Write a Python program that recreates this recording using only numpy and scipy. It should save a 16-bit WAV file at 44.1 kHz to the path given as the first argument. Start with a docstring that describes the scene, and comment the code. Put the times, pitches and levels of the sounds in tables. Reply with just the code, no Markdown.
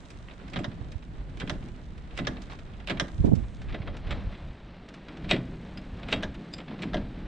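"""A paved yard, a stereo camera microphone close to the crank of a trailer's jockey wheel.
Light ticks come first. Then, turn after turn, the screw rubs through a tight spot and clanks in its
tube, the drawbar booms, and mostly the loose handle flops over with a knock. Just after 3 s the
rumbling breeze buffets the microphone, and by 4.5 s the image has narrowed to mono. At 5.3 s the screw
squeals into its heaviest clank; a loose steel part clinks brightly before the last turn."""
import sys
import numpy as np
from scipy import signal
from scipy.fft import rfft, irfft, next_fast_len
from scipy.io import wavfile
from scipy.ndimage import uniform_filter1d, map_coordinates

SR = 44100
rng = np.random.default_rng(int(sys.argv[2]) if len(sys.argv) > 2 else 0)


def inscribe(sig):
    """Save sig as 16-bit PCM at rate SR to the path in sys.argv[1].

    A 1-D sig is mono; a 2-D sig holds one channel per row.
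    Samples are clipped to [-1, 1] before scaling.
    """
    pcm = np.round(np.clip(np.atleast_2d(sig).T, -1, 1) * 32767)
    wavfile.write(sys.argv[1], SR, pcm.astype(np.int16))


N = 320607
AGE = np.arange(SR // 2) / SR  # seconds since a blow
LEAD_S = 0.03  # room for the drag ahead of a blow


# The screw's tube, close up (levels in all tables are relative). Modes: pitch_hz, level_db, t60_s
TUBE_MODES = [(1283, -12, 0.21), (1480, -19, 0.15), (1760, -3, 0.1), (1990, 2.5, 0.12), (2060, -3, 0.078),
              (2340, -8.5, 0.1), (2710, -1, 0.08), (2790, -8, .1), (3260, -2, 0.11), (3750, 0.5, 0.084),
              (4100, -10, 0.12), (4830, -17, 0.17), (7550, -17, 0.094), (8100, -29, .16)]
# Its dense ring: frequency_hz, level_db
TUBE_CONTACT = [(200, -7), (350, -7), (680, -4), (880, -10.5), (1400, -5.5), (1700, -4), (2000, -6),
                (2400, -2), (2700, -4.5), (3300, -5), (3850, -7.5), (4350, -15.5), (5600, -21), (6800, -28),
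                (8200, -29.5), (9500, -43), (13000, -52)]
# Blows on the tube: start_s, level_db, treble_db, clunk_db, boom_db, body_db, drag_s, chatter_s
CLANKS = [(0.5345, -31.5, -54.5, -46, -41, -5, 0.009, 0.015),
          (0.5598, -25.5, -54, -32, -31, 4, 0.0032, 0.01), (0.5889, -32, -53, -33, -28.5, 5, 0.0071, 0.019),
          (1.3994, -32, -47, -58, -54, -8, 0.021, .02), (1.4161, -30, -66, -46, -31, 8.5, .01, 0.021),
          (2.1751, -27.5, -43, -52, -37, -2, 0.029, 0.016), (2.188, -25, -51, -45, -26, 4, 0.0072, 0.019),
          (2.8735, -27, -48, -35, -40, -10, 0.0084, 0.015),
          (2.8979, -21.5, -43.5, -28, -25, 2, 0.012, .014),
          (3.7445, -27.5, -61, -29, -37, 2.5, 0.0059, .01),
          (3.8747, -30.5, -65, -32, -39.5, 7.5, 0.0054, .014),
          (4.108, -25.5, -50, -37, -34.5, 0.5, 0.017, 0.012),
          (5.3112, -9.5, -34.5, -18.5, -21, -6.5, .028, 0.024),
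          (6.086, -28.5, -55, -45, -53, 2, 0.011, 0.014),
          (6.126, -12.5, -37.5, -30, -28.5, -3, 0.03, 0.015),
          (6.8209, -30, -46.5, -49, -26.5, -5, 0.0083, 0.023)]
def clanks():
    """The screw takes up its play, strikes its tube and shakes the frame."""
    out = np.zeros((2, N))
    for start, db, treble_db, clunk_db, boom_db, body_db, drag, chatter in CLANKS:
        force = rattle(chatter, drag, bounce_db=-4.5, drag_db=-18)
        hit = weighted(steel(force, TUBE_CONTACT, TUBE_MODES, ring_db=-7), body_db)
        add(out, start - LEAD_S, strength(hit, db - 6.5, treble_db - 3))
        add(out, start, frame(clunk_db, boom_db))
    return out


# The handle's modes: pitch_hz, level_db, t60_s
HANDLE_MODES = [(1618, 0.5, 0.12), (1694, 11.5, 0.052), (1750, -0.5, 0.095), (1975, 1.5, 0.073),
                (2082, 4.5, 0.061), (3280, 1, 0.068), (3450, -14, 0.058), (3800, -14, 0.047),
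                (4910, -17, 0.15), (5570, -5, 0.025), (6100, -12, 0.06), (6380, -8, 0.034),
                (7400, -10, 0.06), (8500, -25, 0.16)]
# Its dense ring: frequency_hz, level_db
HANDLE_CONTACT = [(200, -18), (400, -5.5), (1000, -5.5), (1300, -4.5), (1600, -7.5), (1800, 3), (2050, -6),
                  (2400, -6), (2850, -2.5), (3150, 3), (3850, 0.5), (4350, -12), (5600, -4.5),
                  (8000, -22.5), (9500, -26.5), (13000, -50.5)]
# Its falls: start_s, level_db, treble_db, clunk_db, boom_db, body_db, drag_s, chatter_s
KNOCKS = [(0.6432, -28, -53, -32.5, -37, 3.5, 0.011, .012),
          (1.4962, -24, -44, -29.5, -32.5, 3, .008, 0.0098),
          (2.27, -21, -41, -28, -27.5, 3, 0.0071, 0.0087),
          (2.9981, -17, -35, -27.5, -31, 1, 0.0024, 0.0076),
          (6.2326, -23.5, -49, -27.5, -37, 5.5, 0.018, 0.018),
          (6.9336, -29.5, -60, -35, -51, 11, .004, .009), (6.9431, -25.5, -52, -18, -23.5, 9, 0.007, .012)]
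def knocks():
    """The loose handle flops over and lands with a knock that shakes the frame."""
    out = np.zeros((2, N))
    for start, db, treble_db, clunk_db, boom_db, body_db, drag, chatter in KNOCKS:
        force = rattle(chatter, drag, bounce_db=-5.5, drag_db=-33.5)
        hit = weighted(steel(force, HANDLE_CONTACT, HANDLE_MODES, ring_db=-3.5), body_db)
        add(out, start - LEAD_S, strength(hit, db - 5, treble_db - 0.5))
        add(out, start, frame(clunk_db, boom_db))
    return out


# Modes of the clamp and the drawbar: pitch_hz, level_db, t60_s
CLAMP_MODES = [(443, -9.5, 0.1), (566, -3.5, 0.19), (620.5, 1.5, 0.096), (705, 3.5, 0.048),
               (770, -24, 0.017)]
DRAWBAR_MODES = [(126, -13, 0.41), (181.4, -3.5, 0.22), (205.5, -2, 0.15), (249.8, -15, 0.6),
                 (280.7, -8, 0.28), (330.5, -1.5, 0.13), (391.4, -8.5, 0.17)]
def frame(clunk_db, boom_db):
    """The clamp clunks at once; the heavy drawbar takes a moment to swing up."""
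    clunk = crest(ring(CLAMP_MODES) * (1 - np.exp(-AGE / 0.0036)))
    boom = crest(ring(DRAWBAR_MODES) * (1 - np.exp(-(AGE / 0.023) ** 2)))
    return amp(clunk_db - 7.5) * clunk + amp(boom_db - 3) * boom


# Second strikes on the tube: start_s, level_db, treble_db
REBOUNDS = [(0.5665, -26.5, -51), (0.5735, -34, -52), (1.4065, -28.5, -48), (2.1905, -35, -52),
            (2.886, -27, -60), (2.9048, -20.5, -46), (2.9135, -29.5, -51), (4.1165, -33.5, -56),
            (4.1225, -28.5, -58), (5.3435, -24.5, -58), (5.3635, -29, -56), (6.161, -31.5, -56),
            (6.8325, -26, -58), (6.9695, -31, -56)]
def rebounds():
    """The screw springs back and strikes its tube again, with hardly any chatter."""
    out = np.zeros((2, N))
    for start, db, treble_db in REBOUNDS:
        force = rattle(chatter_s=0.003, drag_s=0.001, bounce_db=-29, drag_db=-33)
        hit = steel(force, TUBE_CONTACT, TUBE_MODES, ring_db=-18)
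        add(out, start - LEAD_S, strength(hit, db - 7.5, treble_db - 7.5))
    return out


# Touches of the crank: start_s, level_db, treble_db
TICKS = [(0.1045, -38.5, -48), (0.286, -50, -72), (0.3099, -38, -76.5), (0.4797, -39, -57),
         (0.4995, -45, -52), (0.6358, -38, -59), (0.716, -40, -66), (0.9206, -37.5, -48.5),
         (1.0254, -41, -72), (1.3725, -36.5, -54), (1.476, -29, -54), (1.6267, -43, -66),
         (1.6854, -42, -57), (1.9795, -42, -57), (2.1086, -40.5, -66), (2.2493, -33, -58),
         (2.369, -35.5, -63), (2.4197, -40, -45.5), (2.499, -41, -60), (2.514, -40, -55),
         (2.5292, -47, -55), (2.589, -38.5, -56), (2.7362, -43, -66), (2.8003, -37, -63), (2.972, -29, -57),
         (3.0819, -39.5, -53), (3.256, -40, -51), (3.353, -42.5, -47.5), (3.617, -35.5, -53.5),
         (3.6905, -37.5, -68), (3.7249, -32, -60), (3.819, -33.5, -74), (3.968, -35.5, -49),
         (4.0703, -35.5, -62), (4.1984, -47, -70), (4.3176, -44, -65), (4.888, -36.5, -51),
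         (4.9396, -35.5, -51), (5.0845, -33, -57), (5.1705, -36, -55), (5.245, -33, -65), (5.774, -34, -66),
         (6.0315, -30.5, -61), (6.115, -39, -44), (6.2263, -28, -47), (6.344, -39, -58), (6.351, -38, -58),
         (6.5364, -45, -51), (6.585, -32.5, -59), (6.6031, -33, -71), (6.6813, -32.5, -78)]
def ticks():
    """Light, chattering touches of the crank barely ring the tube."""
    out = np.zeros((2, N))
    for start, db, treble_db in TICKS:
        force = rattle(chatter_s=0.01, drag_s=0.0065, bounce_db=-3.5, drag_db=-16)
        hit = steel(force, TUBE_CONTACT, TUBE_MODES, ring_db=-18)
        add(out, start - LEAD_S, strength(hit, db - 10, treble_db - 6.5))
    return out


# The loose part's modes: pitch_hz, level_db, t60_s
CLINK_MODES = [(2300, -15, .03), (3600, -10, 0.05), (4900, 1, 0.036), (5000, -2, 0.045),
               (7470, -13.5, 0.046), (7490, -25, .15)]
# Its dense ring: frequency_hz, level_db
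CLINK_CONTACT = [(1500, -9), (2400, 3), (4200, -5.5), (5000, 6), (6000, -20), (7500, -20), (9000, -24),
                 (14000, -16)]
# Its slips: start_s, level_db, drag_s
CLINKS = [(5.774, -44, 0.0037), (6.538, -34.5, 0.017), (6.582, -52, 0.0022)]
def clinks():
    """A small loose steel part slips and rings brightly."""
    out = np.zeros((2, N))
    for start, db, drag in CLINKS:
        force = rattle(chatter_s=0.019, drag_s=drag, bounce_db=-16, drag_db=-16)
        add(out, start - LEAD_S, amp(db) * steel(force, CLINK_CONTACT, CLINK_MODES, ring_db=2.5))
    return out


# Short dry scrapes of the crank: start_s, length_s, level_db, centre_hz
SCRAPES = [(0.283, 0.02, -45, 2180), (0.39, .04, -52, 1500), (2.496, 0.078, -43.5, 1090),
           (3.677, 0.088, -47, 2010), (4.107, 0.032, -35.5, 1200), (4.315, 0.096, -48.5, 2380),
           (6.783, 0.024, -44.5, 2020), (6.831, .024, -40, 1500)]
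def scrapes(slips_per_s=450, slip_t60_s=0.019):
    """Steel drags over steel: a run of tiny slips that starts quickly and eases off."""
    out = np.zeros((2, N))
    for start, length, db, centre_hz in SCRAPES:
        colour = [(centre_hz / 4, -18), (centre_hz / 2.6, -3), (centre_hz, 0), (centre_hz * 1.68, -5),
                  (4200, -13), (6500, -30), (12000, -65)]
        stroke = np.sin(np.pi * np.clip(AGE / length, 0, 1) ** 0.31)
        slips = (rng.random(len(AGE)) < slips_per_s / SR) * stroke
        envelope = signal.fftconvolve(slips, amp(-60 * AGE / slip_t60_s))[:len(AGE)]
        grains = envelope * noise([(1000, 0)], len(AGE))
        add(out, start, amp(db) * crest(filtered(grains, lambda hz: amp(along(colour, hz)))))
    return out


# The screw forced into its heaviest clank: start_s, length_s, level_db
SQUEALS = [(5.293, 0.043, -51)]
def squeal(pitch_hz=7900, waver=0.006):
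    """Dry steel sticks and slips at one high, slightly unsteady pitch."""
    out = np.zeros((2, N))
    hz = pitch_hz * (1 + waver * wobble(400))
    tone = np.sin(2 * np.pi * np.cumsum(hz) / SR)
    for start, length, db in SQUEALS:
        size = round(length * SR)
        add(out, start, amp(db) * tone[None, :size] * signal.windows.tukey(size, 0.5))
    return out


# The screw at its tight spots, and running freely between them: time_s, drone_db, rub_db
TIGHT_SPOTS = [(0.602, -39.5, -53), (1.499, -40.5, -53.5), (2.333, -45.5, -52.5), (2.96, -47.5, -58),
               (3.75, -41.5, -51.5), (4.141, -46, -47.5), (5.3, -34.5, -50), (6.16, -39, -51.5),
               (6.88, -36.5, -51)]
FREE_RUNNING = [(0, -54, -56), (1.1, -49.5, -57.5), (2.8, -51, -55.5), (4.6, -50, -53), (5.7, -45, -52),
                (7.27, -42.5, -50)]
# Colours of the screw's rub and the drawbar's drone: frequency_hz, level_db
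RUB_COLOUR = [(260, -8), (450, 0.5), (547, 0), (637, -0.5), (930, -6), (1210, -7.5), (1550, -7.5),
              (1900, -8.5), (2360, -10.5), (3720, -15), (4060, -16.5), (6000, -31.5), (7800, -75),
              (13200, -120)]
DRONE_COLOUR = [(60, -54.5), (120, -6), (180, 2.5), (260, -3.5), (350, -7.5), (460, -19), (580, -26.5),
                (900, -31.5), (2500, -61.5)]
def screw(slips_per_s=45):
    """The screw rubs, catches in tiny slips and keeps the drawbar droning, most at the tight spots."""
    free_drone_db, free_rub_db = curves(FREE_RUNNING)
    times, tight_drone_db, tight_rub_db = np.transpose(TIGHT_SPOTS)
    drone_gain = np.hypot(amp(free_drone_db), swells(times, tight_drone_db, rise_s=0.11, fall_s=0.21))
    rub_gain = np.hypot(amp(free_rub_db), swells(times, tight_rub_db, rise_s=0.28, fall_s=0.29))
    grip = wobble(22)
    slips = (rng.random(N) < slips_per_s / SR) * rng.standard_normal(N) * amp(3.9 * grip)
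    creak = unit(excited(fading(noise(RUB_COLOUR, len(AGE)), STEEL_DECAY), slips, N))
    rub = amp(grip + 1.2 * wobble(130)) * noise(RUB_COLOUR, N)
    drone = amp(1 + 1.13 * grip) * noise(DRONE_COLOUR, N)
    return rub_gain * (rub + amp(-8) * creak) + drone_gain * drone


# Dull low bumps: start_s, level_db, pitch_hz, left_over_right_db
BUMPS = [(0.579, -21.5, 150, 2), (0.592, -26, 117, -2), (0.607, -27, 290, -2), (0.681, -26, 104, -7),
         (0.81, -31, 74.6, -16), (0.954, -30.5, 73, -25), (1.438, -22.5, 141, -1), (1.523, -24, 130, -7),
         (2.206, -23.5, 150, 5), (2.29, -26, 130, -2), (2.925, -26, 135, -2), (3.022, -22, 127, -7),
         (3.801, -23, 91, -4), (4.141, -27, 85, 1), (4.246, -25.5, 55, 0), (4.268, -25, 71, 0),
         (5.342, -15, 290, 0), (5.927, -27.5, 64.6, 0), (6.154, -30, 70, 1), (6.174, -23, 133, -2),
         (6.29, -36, 55.5, 5), (6.7, -29, 205, 0), (6.874, -24.5, 217, 0)]
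def bumps(rise_cycles=0.31, t60_cycles=3.35):
    """Each bump is one soft low push that dies within a few cycles."""
    out = np.zeros((2, N))
    for start, db, hz, pan_db in BUMPS:
        cycles = hz * AGE
        rise = 1 - np.exp(-(cycles / rise_cycles) ** 2)
        push = np.sin(2 * np.pi * cycles) * rise * amp(-60 * cycles / t60_cycles)
        add(out, start, panned(db, pan_db) * push / np.abs(push).max())
    return out


# Wind striking the microphone: centre_s, level_db, half_length_s, edge_hz, left_over_right_db
BUFFETS = [(3.209, -15.5, 0.013, 117, -6), (3.248, -15.5, 0.0045, 273, -14), (3.276, -19, 0.017, 262, -4.5),
           (3.321, -15.5, 0.0036, 283, -11), (3.338, -14.5, 0.0032, 230, -17.5),
           (3.37, -35, 0.036, 184, -27), (4.181, -36, 0.088, 102, 0)]
def buffets():
    """Eddies thump on each microphone port differently."""
    out = np.zeros((2, N))
    middle = AGE.mean()
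    for centre, db, half, edge_hz, pan_db in BUFFETS:
        colour = [(20, -14), (edge_hz / 2, 0), (edge_hz, -3), (edge_hz * 3.43, -33), (edge_hz * 12, -95)]
        envelope = np.exp(-((AGE - middle) / half) ** 2 / 2)
        eddy = noise(colour, len(AGE), width=[(100, -0.38)]) * envelope
        eddy /= np.sqrt(np.sum(eddy ** 2, axis=1, keepdims=True) / (2 * half * SR))
        add(out, centre - middle, panned(db - 3, pan_db) * eddy)
    return out


# Wind rumble at the microphone: time_s, level_db
RUMBLE_LEVEL = [(.45, -49), (.72, -45), (1.55, -42), (2.75, -45), (3.13, -43), (3.23, -32.5), (3.5, -39.5),
                (3.95, -38.5), (4.25, -38), (4.4, -45), (5.08, -52.5), (5.28, -41.5), (5.75, -46),
                (6.28, -37), (6.42, -55), (6.83, -52), (6.95, -36), (7.27, -46)]
# Its colour: frequency_hz, level_db
RUMBLE_COLOUR = [(12, -10), (28, 1.5), (50, 2), (80, -4), (120, -6.5), (200, -16.5), (500, -74)]
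def breeze():
    """An unsteady low wind rumble."""
    rumble_db, = curves(RUMBLE_LEVEL)
    return amp(rumble_db + 3.5 + 2.5 * wobble(14)) * noise(RUMBLE_COLOUR, N)


# The rustle: time_s, level_db
RUSTLE_LEVEL = [(0, -68.5), (.35, -73.5), (1.25, -76.5), (1.55, -70.5), (1.98, -77), (2.4, -72),
                (2.85, -78), (3.15, -68.5), (3.55, -70), (3.8, -80), (4.4, -75.5), (4.7, -81), (5.5, -73.5),
                (7.27, -78)]
# Its colour: frequency_hz, level_db
RUSTLE_COLOUR = [(3500, -21), (5500, 2.5), (8000, 2.5), (9300, -6), (10500, -7), (14000, -41)]
def rustle():
    """A faint high rustle, like a sleeve moving, comes and goes."""
    rustle_db, = curves(RUSTLE_LEVEL)
    return amp(rustle_db - 2) * noise(RUSTLE_COLOUR, N)


# Colour of the fine crackle: frequency_hz, level_db
CRACKLE_COLOUR = [(1000, -11), (3000, 8), (5500, 1), (8000, -10), (10000, -17), (13500, -31)]
def crackle(grains_per_s=33):
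    """Tiny dry ticks, like grit under the wheel, come and go with the rustle."""
    rustle_db, = curves(RUSTLE_LEVEL)
    impulses = (rng.random(N) < grains_per_s / SR) * amp(-rng.standard_normal(N))
    grain = noise(CRACKLE_COLOUR, len(AGE)) * amp(-60 * AGE / 0.0094)
    return amp(rustle_db + 2.5) * unit(excited(grain, impulses, N))


# Decay of the paved yard: frequency_hz, t60_s
YARD_DECAY = [(150, 0.64), (400, 0.3), (1000, 0.34), (3000, 0.18), (8000, 0.15)]
def yard(x):
    """The fence, paving and trailer answer with a short scattered tail."""
    tail = fading(noise([(4000, -14), (10000, -5)], len(AGE)), YARD_DECAY)
    tail *= 1 - np.exp(-AGE / 0.039)
    return excited(tail / np.linalg.norm(tail[0]), x.mean(0), N)


# Decay of the steel's dense ring: frequency_hz, t60_s
STEEL_DECAY = [(300, 0.31), (1000, 0.1), (3000, 0.05), (9000, 0.054)]
def steel(force, contact, modes, ring_db, crack_db=-5, crack_t60_s=0.014):
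    """Every slip and bounce cracks and feeds a dense, quickly dying ring; a few modes ring on."""
    size = len(AGE)
    hz, t, spectrum = signal.stft(noise(contact, size), SR, nperseg=128)
    time_slot = np.round(np.arange(len(force)) / SR / t[1]).astype(int)
    energy_in = np.bincount(time_slot, force ** 2)
    decay = amp(-60 * t / along(STEEL_DECAY, hz)[:, None])
    energy = excited(decay ** 2, energy_in, len(t))
    dense = signal.istft(spectrum * np.sqrt(np.abs(energy)), SR, nperseg=128)[1][:, :size]
    crack = excited(noise(contact, size) * amp(-60 * AGE / crack_t60_s), force, size)
    tones = excited(ring(modes, flutter_db=2.5), force, size)
    return crest(crest(dense) + amp(crack_db) * crest(crack) + amp(ring_db) * crest(tones))


def rattle(chatter_s, drag_s, bounce_db, drag_db):
    """The force of a blow at LEAD_S: tiny slips swell into it and a few bounces die away after it."""
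    force = np.zeros(SR // 8)
    slip, slip_size = rng.random(32), rng.standard_normal(32)
    bounce, bounce_size = rng.random(12), rng.standard_normal(12)
    slip_s = LEAD_S - slip * min(drag_s, LEAD_S)
    bounce_s = LEAD_S + bounce * min(chatter_s, 2 * LEAD_S)
    force[(slip_s * SR).astype(int)] = slip_size * amp(drag_db - 20 * slip)
    force[(bounce_s * SR).astype(int)] = bounce_size * amp(bounce_db - 20.6 * bounce)
    force[round(LEAD_S * SR)] = 1
    return force


def weighted(hit, body_db, body_hz=1820):
    """A broader, softer contact puts more of its ring into the lower modes."""
    return crest(filtered(hit, lambda hz: amp(body_db / (1 + (hz / body_hz) ** 8))))


def strength(hit, db, treble_db):
    """Set a hit's level; a harder contact carries more treble."""
    body = signal.sosfilt(signal.butter(8, 4800, fs=SR, output="sos"), hit)
    treble = signal.sosfilt(signal.butter(6, 5000, "high", fs=SR, output="sos"), hit)
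    return amp(db) * body + amp(treble_db) * crest(treble)


# Stereo width at the microphone: frequency_hz, side_over_mid_db
WIDTH = [(60, -10.5), (100, 2.5), (180, -16), (320, -12.5), (560, -11.5), (970, -3), (1700, -9),
         (2970, -13), (5190, -9), (9070, -1.5)]
def ring(modes, scatter_db=1.04, flutter_db=0, flutter_per_s=220):
    """Damped modes reach the two ports each in its own phase; loose joints make them flutter."""
    hz, db, t60 = np.transpose(modes)[:, :, None]
    scatter, phase, skew = rng.standard_normal((3, len(modes), 1))
    knots = rng.standard_normal((len(modes), 256))
    flutter = np.array([np.interp(AGE * flutter_per_s, np.arange(256), row) for row in knots])
    envelopes = amp(db + scatter_db * scatter + flutter_db * flutter - 60 * AGE / t60)
    waves = envelopes * np.exp(2j * np.pi * (hz * AGE + phase))
    mid = waves.imag.sum(0)
    side = (waves.real * np.sign(skew) * amp(along(WIDTH, hz))).sum(0)
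    return crest(np.array([mid + side, mid - side]))


def noise(colour, size, width=WIDTH):
    """Stereo noise of rms 1 with a given colour and width."""
    white = rng.standard_normal((2, size))
    mid, side = filtered(white, lambda hz: amp(along(colour, hz)) * amp([0 * hz, along(width, hz)]))
    return unit(np.array([mid + side, mid - side]))


def fading(x, t60s):
    """Each frequency of x dies at its own speed."""
    hz, t, spectrum = signal.stft(x, SR, nperseg=128)
    decay = amp(-60 * t / along(t60s, hz)[:, None])
    return signal.istft(spectrum * decay, SR, nperseg=128)[1][:, :x.shape[1]]


def swells(times, levels_db, rise_s, fall_s):
    """A gain that builds up to each time and eases off after it."""
    since = np.arange(N) / SR - times[:, None]
    shape = np.exp(-np.abs(since) / np.where(since < 0, rise_s, fall_s))
    return (amp(levels_db)[:, None] * shape).max(0)


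def excited(response, drive, size):
    """Each row of a response convolved with one driving signal."""
    return signal.fftconvolve(response, drive[None], axes=1)[:, :size]


def filtered(x, response):
    """x through a gain that depends on frequency."""
    size = x.shape[-1]
    padded = next_fast_len(size + SR // 10)
    return irfft(rfft(x, padded) * response(np.fft.rfftfreq(padded, 1 / SR)), padded)[..., :size]


def amp(db):
    """Decibels to gain."""
    return 10 ** (np.asarray(db) / 20)


def panned(db, pan_db):
    """Left and right gains, pan_db apart."""
    return amp(db + np.array([[pan_db], [-pan_db]]) / 2)


def unit(x):
    """Scale a stereo sound so that its middle has rms 1."""
    return x / np.sqrt(np.mean(x.mean(0) ** 2) + 1e-20)


def crest(x):
    """Scale a stereo hit so that its loudest few milliseconds have rms 1."""
    return x / np.sqrt(uniform_filter1d(x.mean(0) ** 2, size=256).max())


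def along(points, hz):
    """Interpolate (frequency_hz, value) points on a log axis."""
    frequencies, values = np.transpose(points)
    return np.interp(np.log(hz + 1), np.log(frequencies), values)


def curves(rows):
    """One value per sample for each column after the time."""
    times, *columns = np.transpose(rows)
    return [np.interp(np.arange(N) / SR, times, column) for column in columns]


def wobble(rate):
    """A smooth random curve, rate knots a second."""
    return map_coordinates(rng.standard_normal(int(N * rate / SR) + 4), [np.arange(N) * rate / SR])


def add(track, start_s, sound):
    """Mix a sound into the track."""
    part = track[:, max(round(start_s * SR), 0):][:, :sound.shape[1]]
    part += sound[:, :part.shape[1]]


def scene():
    """The jack close by, the yard's echo, wind and a faint rustle, all slightly to the right."""
    jack = clanks() + knocks() + rebounds() + ticks() + clinks() + scrapes() + squeal()
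    mix = jack + amp(-12) * yard(jack) + bumps() + screw() + crackle() + breeze() + rustle() + buffets()
    return mix * panned(0, pan_db=-1.6)


# The camera's stereo image closing: time_s, bass_side_db, treble_side_db
NARROWING = [(0, -1.5, 5), (3.1, -3, 5), (3.3, 2.5, 9), (3.6, 3, -6), (3.9, -2, -23), (4.3, -3, -40),
             (4.5, -40, -72), (7.27, -72, -38)]
def record(dry, split_hz=600, top_hz=14200):
    """The image closes to mono, treble first; the top rolls off towards the band limit."""
    mid, side = (dry[0] + dry[1]) / 2, (dry[0] - dry[1]) / 2
    bass_db, treble_db = curves(NARROWING)
    bass = filtered(side, lambda hz: 1 / (1 + (hz / split_hz) ** 4))
    side = amp(bass_db) * bass + amp(treble_db) * (side - bass)
    roll_off = [(8500, -1.5), (10500, -8), (14000, -22)]  # frequency_hz, gain_db
    dull = filtered(np.array([mid + side, mid - side]), lambda hz: amp(along(roll_off, hz)))
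    return filtered(dull, lambda hz: 1 / np.sqrt(1 + (hz / top_hz) ** 60))


dry = scene()
out = record(dry)
inscribe(out)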